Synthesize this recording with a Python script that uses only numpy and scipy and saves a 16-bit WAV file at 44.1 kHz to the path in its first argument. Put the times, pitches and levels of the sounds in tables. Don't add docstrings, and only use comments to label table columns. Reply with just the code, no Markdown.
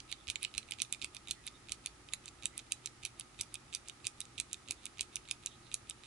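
import sys
import numpy as np
from scipy import signal
from scipy.fft import rfft, irfft
from scipy.io import wavfile

SR = 44100
rng = np.random.default_rng(int(sys.argv[2]) if len(sys.argv) > 2 else 0)


def int16_out(signal):
    q = np.round(np.clip(np.atleast_2d(signal).T, -1, 1) * 32767)
    wavfile.write(sys.argv[1], SR, q.astype(np.int16))


N = 267598

# (time of the snap [s], barrel level [dB], depth [dB], brightness [dB], push length [s],
# friction [dB], growth of the friction [dB], relative spring rattle [dB], thumb thud [dB])
PRESSES = [(0.3007, -7, -3.5, -6.5, .029, -21, 5, -41, -55.5),
           (0.58, -6.5, 0, -4, 0.041, -24.5, -7, -62, -58),
           (0.8195, -7, -6.5, 0.7, 0.033, -22, 0, -44, -63),
           (1.0452, -10.5, 2, -5, 0.03, -18.5, -2, -45.5, -60),
           (1.3106, -7, -10, -3, .036, -22, -2, -41.5, -59.5),
           (1.7207, -11, -6, -1, 0.035, -26.5, -6, -45, -61.5),
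           (2.1361, -9, -2.5, -2.5, 0.011, -32, -9, -70, -67),
           (2.4565, -8.5, -3, 1, .031, -25, -2, -49, -59.5),
           (2.7214, -7.5, 0.5, 0, 0.0097, -32, 2, -65, -78),
           (3.0517, -10.5, 0.5, -3, 0.022, -28, -1, -40, -63),
           (3.4115, -14.5, -6, 5.5, 0.019, -21, 5, -45.5, -59),
           (3.7495, -9.5, -11, -2, 0.021, -24, -5, -42.5, -69),
           (4.069, -10, -2.5, 1.5, .023, -21.5, -1, -54, -60),
           (4.4005, -10, -3, 1, 0.02, -21, -8, -45, -61.5),
           (4.7095, -10.5, -0.5, 0, .032, -25, -4, -42, -59),
           (5.0093, -9, -6, 0, .036, -29.5, -1, -42.5, -63),
           (5.312, -7, -1.5, -3.5, 0.035, -26.5, 2, -62, -74),
           (5.7426, -12, -7, 4, 0.026, -28, -16.5, -52, -68),
           (6.0641, -10.5, -6.2, 2.5, 0.028, -30, -3, -41, -71)]
# (frequency [Hz], width [Hz], boost [dB])
RESONANCES = [(2467, 400, 9), (3660, 330, 7.5), (3930, 130, 3.5), (4410, 63, 1), (5370, 710, -5),
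              (6060, 820, 2.5), (7270, 370, 2), (8280, 770, 4.5), (9730, 640, 2.5)]
# (frequency [Hz], relative level [dB])
CONTACT_TONE = [(100, -36), (700, -32), (1300, -21.5), (1800, -16.5), (2250, -6.5), (3000, -0.5),
                (4300, -3), (5200, -2), (6200, -4), (9000, -2.5), (11000, -3.5)]
# (frequency [Hz], gain [dB])
LEFT_SHADE = [(300, 6), (1500, -2.5), (2400, -7), (3100, -14.5), (3800, -10), (4600, -13.5), (5400, -15),
              (6200, -3.5), (8000, -4), (9000, -5.5), (10500, -2)]


def gain_of(db):
    return 10 ** (np.asarray(db) / 20)


def unit_level(x):
    return x / np.sqrt(np.mean(x ** 2) + 1e-20)


def curve(points, hz):
    point_hz, value = np.transpose(points)
    return np.interp(np.log(hz + 1), np.log(point_hz + 1), value)


def humps(resonances, hz):
    return sum(db / (1 + (2 * (hz - centre) / width) ** 2) for centre, width, db in resonances)


def add(mix, s, sound):
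    part = mix[..., max(round(s * SR), 0):][..., :sound.shape[-1]]
    part += sound[..., :part.shape[-1]]


def ringing(gain):
    log_gain = np.log(np.maximum(gain, gain.max() * 1e-5))
    mirrored = np.concatenate([log_gain, log_gain[-2:0:-1]])
    return np.exp(np.conj(signal.hilbert(mirrored)))[:len(gain)]


def air(level_db=-59.0):
    # (frequency [Hz], relative level [dB])
    air_tone = [(20, -11), (27, -9), (33, -18), (40, 0.5), (55, -0.5), (85, -3), (130, -3), (180, -6.5),
                (300, -6), (500, -13.5), (1000, -15.5), (2000, -12.5), (3500, -17), (6000, -17.5),
                (11000, -20.5)]
    # (frequency [Hz], width [Hz], boost [dB])
    air_resonances = [(349, 83, 4.6), (824, 150, 6.1), (1259, 172, 10.4)]
    # (frequency [Hz], likeness [0-1])
    likeness = [(30, 1), (120, 0.91), (250, 0.73), (500, 0.35), (1000, 0.4), (2500, 0.069), (10000, 0.041)]
    # (frequency [Hz], gain [dB])
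    balance = [(100, -1), (400, -0.5), (1200, -1), (2200, -0.5), (3500, -3), (5000, -4), (7000, -1.5),
               (11000, -1)]
    hz = np.fft.rfftfreq(N, 1 / SR)
    left, separate = rfft(rng.standard_normal((2, N)))
    alike, lean_db = np.clip(curve(likeness, hz), -1, 1), curve(balance, hz) / 2
    right = alike * left + np.sqrt(1 - alike ** 2) * separate
    sides = np.array([left * gain_of(lean_db), right * gain_of(-lean_db)])
    tone = gain_of(curve(air_tone, hz) + humps(air_resonances, hz))
    return gain_of(level_db) * unit_level(irfft(sides * tone, N))


def hum(waver=0.25):
    # (frequency [Hz], level [dB])
    tones = [(57, -76), (120, -70), (240, -82.5), (360, -79.5)]
    t, sound = np.arange(N) / SR, np.zeros(N)
    turns_s = np.linspace(0, t[-1], 30)
    for hz, db in tones:
        swell, drift = (np.interp(t, turns_s, rng.standard_normal(len(turns_s))) for _ in range(2))
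        wave = np.sin(2 * np.pi * (hz * t + rng.random()) + waver * drift)
        sound += np.sqrt(2) * gain_of(db) * (1 + waver * swell) * wave
    return sound


def reflections(sound, near_db=-14, near_fade_s=0.039, far_db=-18, far_fade_s=0.15, size=8192):
    # (frequency [Hz], gain [dB])
    room_tone = [(500, 16), (2400, 1.5), (3600, 1.5), (5000, 4), (8000, -1), (11000, -1)]
    t, hz = np.arange(size) / SR, np.fft.rfftfreq(size, 1 / SR)
    near, far = rng.standard_normal((2, 2, size))
    near *= gain_of(-60 * t / near_fade_s) * (t > 0.0012)
    far *= gain_of(-60 * t / far_fade_s) * (t > 0.005)
    tail = (gain_of(near_db) * unit_level(near) + gain_of(far_db) * unit_level(far)) / np.sqrt(size)
    tone_db = curve(room_tone, hz) + np.outer([0.85, 0], curve(LEFT_SHADE, hz))
    return irfft(rfft(sound, size) * rfft(tail) * gain_of(tone_db))


def place_right(sound, turned_extra=0.29):
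    # (frequency [Hz], phase [radians])
    left_phase = [(100, 0.39), (1900, -0.25), (3000, -0.51), (4300, -0.78), (6500, -1.12), (11000, -1.16)]
    # (time [s], extra turn to the right [0-1])
    hand_turn = [(0, 1), (0.45, 0.78), (1.05, 0.7), (1.8, 0.1), (6.07, 0.034)]
    hz, spectrum = np.fft.rfftfreq(2 * N, 1 / SR), rfft(sound, 2 * N)
    shade_db, phase = curve(LEFT_SHADE, hz), curve(left_phase, hz)
    settled, turned = (irfft(spectrum * gain_of(amount * shade_db) * np.exp(1j * amount * phase))[:N]
                       for amount in (1, 1 + turned_extra))
    turn = np.interp(np.arange(N) / SR, *np.transpose(hand_turn))
    return np.array([settled + turn * (turned - settled), sound])


def thumb(length_s=0.047, early_s=0.03):
    # (frequency [Hz], relative level [dB])
    thud_tone = [(20, -7.5), (45, -9.5), (70, 3), (110, 0), (170, -14.5), (260, -7), (380, -15.5),
                 (800, -25), (3000, -46)]
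    thuds, count = np.zeros(N), int(length_s * SR)
    tone = gain_of(curve(thud_tone, np.fft.rfftfreq(count, 1 / SR)))
    for s, *_, db in PRESSES:
        thud = irfft(rfft(rng.standard_normal(count)) * tone, count) * np.hanning(count)
        add(thuds, s - early_s, gain_of(db) * unit_level(thud))
    return thuds


def squeak(s, length_s, start_hz, end_hz, db, width_hz):
    count = int(length_s * SR)
    glide = np.exp(2j * np.pi * np.cumsum(np.linspace(start_hz, end_hz, count)) / SR)
    low_pass = signal.butter(2, width_hz, fs=SR, output="sos")
    fuzz = signal.sosfilt(low_pass, rng.standard_normal(count) / glide)
    return s, gain_of(db) * unit_level((fuzz * glide).real * np.hanning(count))


def scrape(shape, db, grain_db, treble_db, slips_per_s=4000):
    count = len(shape)
    sizes = gain_of(grain_db * np.minimum(rng.exponential(1, count), 4))
    slips = shape * sizes * rng.standard_normal(count) * (rng.random(count) < slips_per_s / SR)
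    hz = np.fft.rfftfreq(2 * count, 1 / SR)
    dulling_db = curve([(4000, 0), (7000, treble_db)], hz)
    tone = gain_of(curve(CONTACT_TONE, hz) + humps(RESONANCES, hz) + dulling_db)
    return gain_of(db) * unit_level(irfft(rfft(slips, 2 * count) * ringing(tone))[:count])


def band_gains(power, hz, barrel_db, depth_db, snap_db, fizz_db):
    upper_db = barrel_db - 10 * np.log10(1 + gain_of(depth_db) ** 2)
    wanted_db = np.array([upper_db + depth_db, upper_db, barrel_db + snap_db, barrel_db + fizz_db])
    bands_hz = [(1500, 3100), (3100, 5000), (5000, 8000), (8000, 11200)]
    lift_db = wanted_db - [10 * np.log10(power[(hz > lo) & (hz < hi)].sum()) for lo, hi in bands_hz]
    steps_db = [lift_db[:2].min(), *lift_db[[0, 0, 1, 1, 2, 2, 3]]]
    return gain_of(np.interp(hz, [1800, 2300, 2700, 3500, 4400, 5800, 7300, 8700], steps_db))


def click(s, barrel_db, depth_db, snap_db, fizz_db, chatter=0.21, chatter_s=0.001, catch=0.058):
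    size, landing = 2048, 120
    catch_s, travel_s, detune, vary_db = 0.0008, 0.0004, 0.014, 4.0
    t, hz = (np.arange(size) - landing) / SR, np.fft.rfftfreq(size, 1 / SR)
    roughness = np.where(t < 0, catch * np.exp(-abs(t) / catch_s), chatter * np.exp(-abs(t) / chatter_s))
    force = rng.standard_normal(size) * roughness
    force *= 1 - np.exp(-abs(t) / 0.00011)
    force[landing] = 1
    shifts = rng.standard_normal((len(RESONANCES), 2))
    shifted = [(centre * (1 + detune * pitch), width, db + vary_db * level)
               for (centre, width, db), (pitch, level) in zip(RESONANCES, shifts)]
    tone = gain_of(curve(CONTACT_TONE, hz) + humps(shifted, hz))
    power = abs(rfft(force) * tone) ** 2 * 2 / size
    tone *= band_gains(power, hz, barrel_db, depth_db, snap_db, fizz_db)
    bending = np.exp(-4j * np.pi * travel_s * np.sqrt(8000 * hz))
    return s - landing / SR - travel_s, irfft(rfft(force) * ringing(tone) * bending)


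def release(s, barrel_db, snap_db, fizz_db, delay_s, knock_db, knock_depth_db, slide_s=0.056):
    usual_db = -20
    harder_db = knock_db - usual_db
    swell = np.linspace(0.1, 1, int(slide_s * SR)) ** 1.24
    yield s + delay_s - slide_s, scrape(swell, -59 + 0.5 * harder_db, grain_db=6.5, treble_db=-9)
    depth_db = -5.5 + 0.2 * (barrel_db - usual_db)
    yield click(s, barrel_db, depth_db, snap_db, fizz_db, chatter=0.087, chatter_s=0.00032, catch=0.075)
    yield click(s + delay_s, knock_db, knock_depth_db,
                snap_db=-7 - 0.2 * harder_db, fizz_db=-9.5 - 0.45 * harder_db)


def press(s, barrel_db, depth_db, bright_db, push_s, friction_db, growth_db, spring_db):
    # (share of the push [0-1], level over the friction [dB], depth [dB], snap [dB], fizz [dB])
    slips = [(0, 0.5, -2.5, -13, -14), (0.278, 2, 1, -5, -12), (.54, -2, -3, -9.5, -23),
             (.8, -5, -10, -5, -13)]
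    creak_s, slide_s, echo_s, rattle_s = 0.054, 0.04, 0.01, 0.03
    scatter_s, scatter_db = 0.0006, 1.5
    rise = np.linspace(0.3, 1, int(creak_s * SR))
    yield s - push_s - creak_s, scrape(rise, db=-70, grain_db=8, treble_db=-13, slips_per_s=270)
    swell = np.sin(np.pi * np.linspace(0, 1, int(slide_s * SR)) ** 2.4)
    yield s - slide_s, scrape(swell, friction_db - 31.5, grain_db=9, treble_db=-7.5)
    for (share, db, *tone), (late, hard) in zip(slips, rng.standard_normal((len(slips), 2))):
        slip_db = friction_db + growth_db * (share - 0.4) + db + scatter_db * hard
        yield click(s - push_s * (1 - share) + scatter_s * late, slip_db, *tone)
    yield click(s, barrel_db, depth_db, bright_db, bright_db, chatter=0.19, catch=0.12)
    yield click(s + echo_s, barrel_db - 23, depth_db, bright_db + 4.5, bright_db + 4.5)
    fade = np.sin(np.pi * np.linspace(0, 1, int(rattle_s * SR)) ** 0.28)
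    yield s, scrape(fade, spring_db - 5, grain_db=5.5, treble_db=-2.5)


def pencil():
    # (time [s], barrel level [dB], snap [dB], fizz [dB],
    # knock delay [s], knock level [dB], knock depth [dB])
    releases = [(0.1165, -17, -14, -3, 0.0095, -8.5, -3), (0.4301, -12.5, -14, 2.5, 0.019, -3, 6),
                (0.7102, -18.5, -7, 5.5, 0.011, -10, 3), (0.9263, -10, -1.5, 3, 0.011, -17, -5),
                (1.1482, -26.5, -3, 4, 0.019, -17, -5.5), (1.4676, -20, -7, 4, 0.0086, -15, -4.5),
                (1.8609, -13, -1.5, 1.5, .0102, -18.5, -5), (2.2583, -27.5, 4, 2.1, 0.022, -21, -3.5),
                (2.5789, -20.5, 0.3, 8.5, 0.013, -19.5, -4), (2.8597, -17, 6.5, 0, 0.013, -19, -6),
                (3.1978, -24, 0, 10, 0.012, -19, -6), (3.5428, -21.5, 0, 8, 0.012, -16.5, -2.5),
                (3.8854, -28, 8.5, 4.5, .0118, -17, -2.5), (4.2051, -19, 1, 8, 0.01, -17.5, -16),
                (4.5314, -18.5, 8, 4, 0.012, -18, -7.5), (4.856, -19.5, 0.5, 5, 0.0096, -19.5, -1),
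                (5.1579, -16, 4.5, 5.5, .0096, -15, 4), (5.4612, -17.5, 9, 4, 0.0098, -17, -5),
                (5.8981, -23, 4, 10, .011, -18, -3.5)]
    # (time [s], barrel level [dB],
    # depth [dB], brightness [dB])
    ticks = [(0.0027, -18.5, -9, -6.5), (0.1032, -31, 7, -20), (0.2858, -13.5, -1, -12),
             (0.3576, -8.5, 1.5, -5.5), (0.4238, -18, 9, -13), (0.44, -14, -3, -9), (0.6295, -27, -3, -9),
             (0.5497, -19, -2, -13), (0.6878, -26.5, 9, -20), (0.7363, -21, -4.5, -4),
             (0.8019, -12, -1, -10), (0.849, -25, -7, -20), (0.947, -20.5, 4, -6), (1.0172, -15, -10, -9),
             (1.4814, -20, -9, -5), (2.088, -24, 1, -12), (2.2866, -27, -7, 2), (2.5975, -23.5, -6, -5),
             (3.0333, -24, 9, -11), (3.739, -22, 4, 2), (4.254, -32, -5, 2), (4.994, -12, 3, -16),
             (5.2535, -31, 1, -12)]
    # (time [s], length [s], start pitch [Hz], end pitch [Hz], level [dB], width [Hz])
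    squeaks = [(0.162, 0.087, 3470, 3520, -66, 160), (1.328, 0.13, 2100, 1760, -71, 160),
               (1.526, .06, 3630, 3730, -63.5, 100), (2.492, 0.11, 2030, 2060, -68, 140),
               (2.944, 0.065, 2700, 2850, -77, 140), (4.75, 0.086, 3460, 3700, -70, 200),
               (5.469, 0.12, 3400, 3630, -64, 400), (5.607, 0.12, 3970, 3900, -67.5, 350)]
    for *row, _ in PRESSES:
        yield from press(*row)
    for row in releases:
        yield from release(*row)
    for s, barrel_db, depth_db, bright_db in ticks:
        yield click(s, barrel_db, depth_db, snap_db=bright_db, fizz_db=bright_db - 11)
    for row in squeaks:
        yield squeak(*row)


def scene():
    direct, echoes = np.zeros(N), np.zeros((2, N))
    for s, sound in pencil():
        add(direct, s, sound)
        add(echoes, s, reflections(sound))
    return place_right(direct) + echoes + thumb() + air() + hum()


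def record(dry, edge_hz=11080, top_hz=14500, leak_db=-41):
    main, wide = (signal.firwin(301, hz, window=("kaiser", 8), fs=SR) for hz in (edge_hz, top_hz))
    treble_cut = main + gain_of(leak_db) * (wide - main)
    return signal.oaconvolve(dry, treble_cut[None], "same")


dry = scene()
out = record(dry)
int16_out(out)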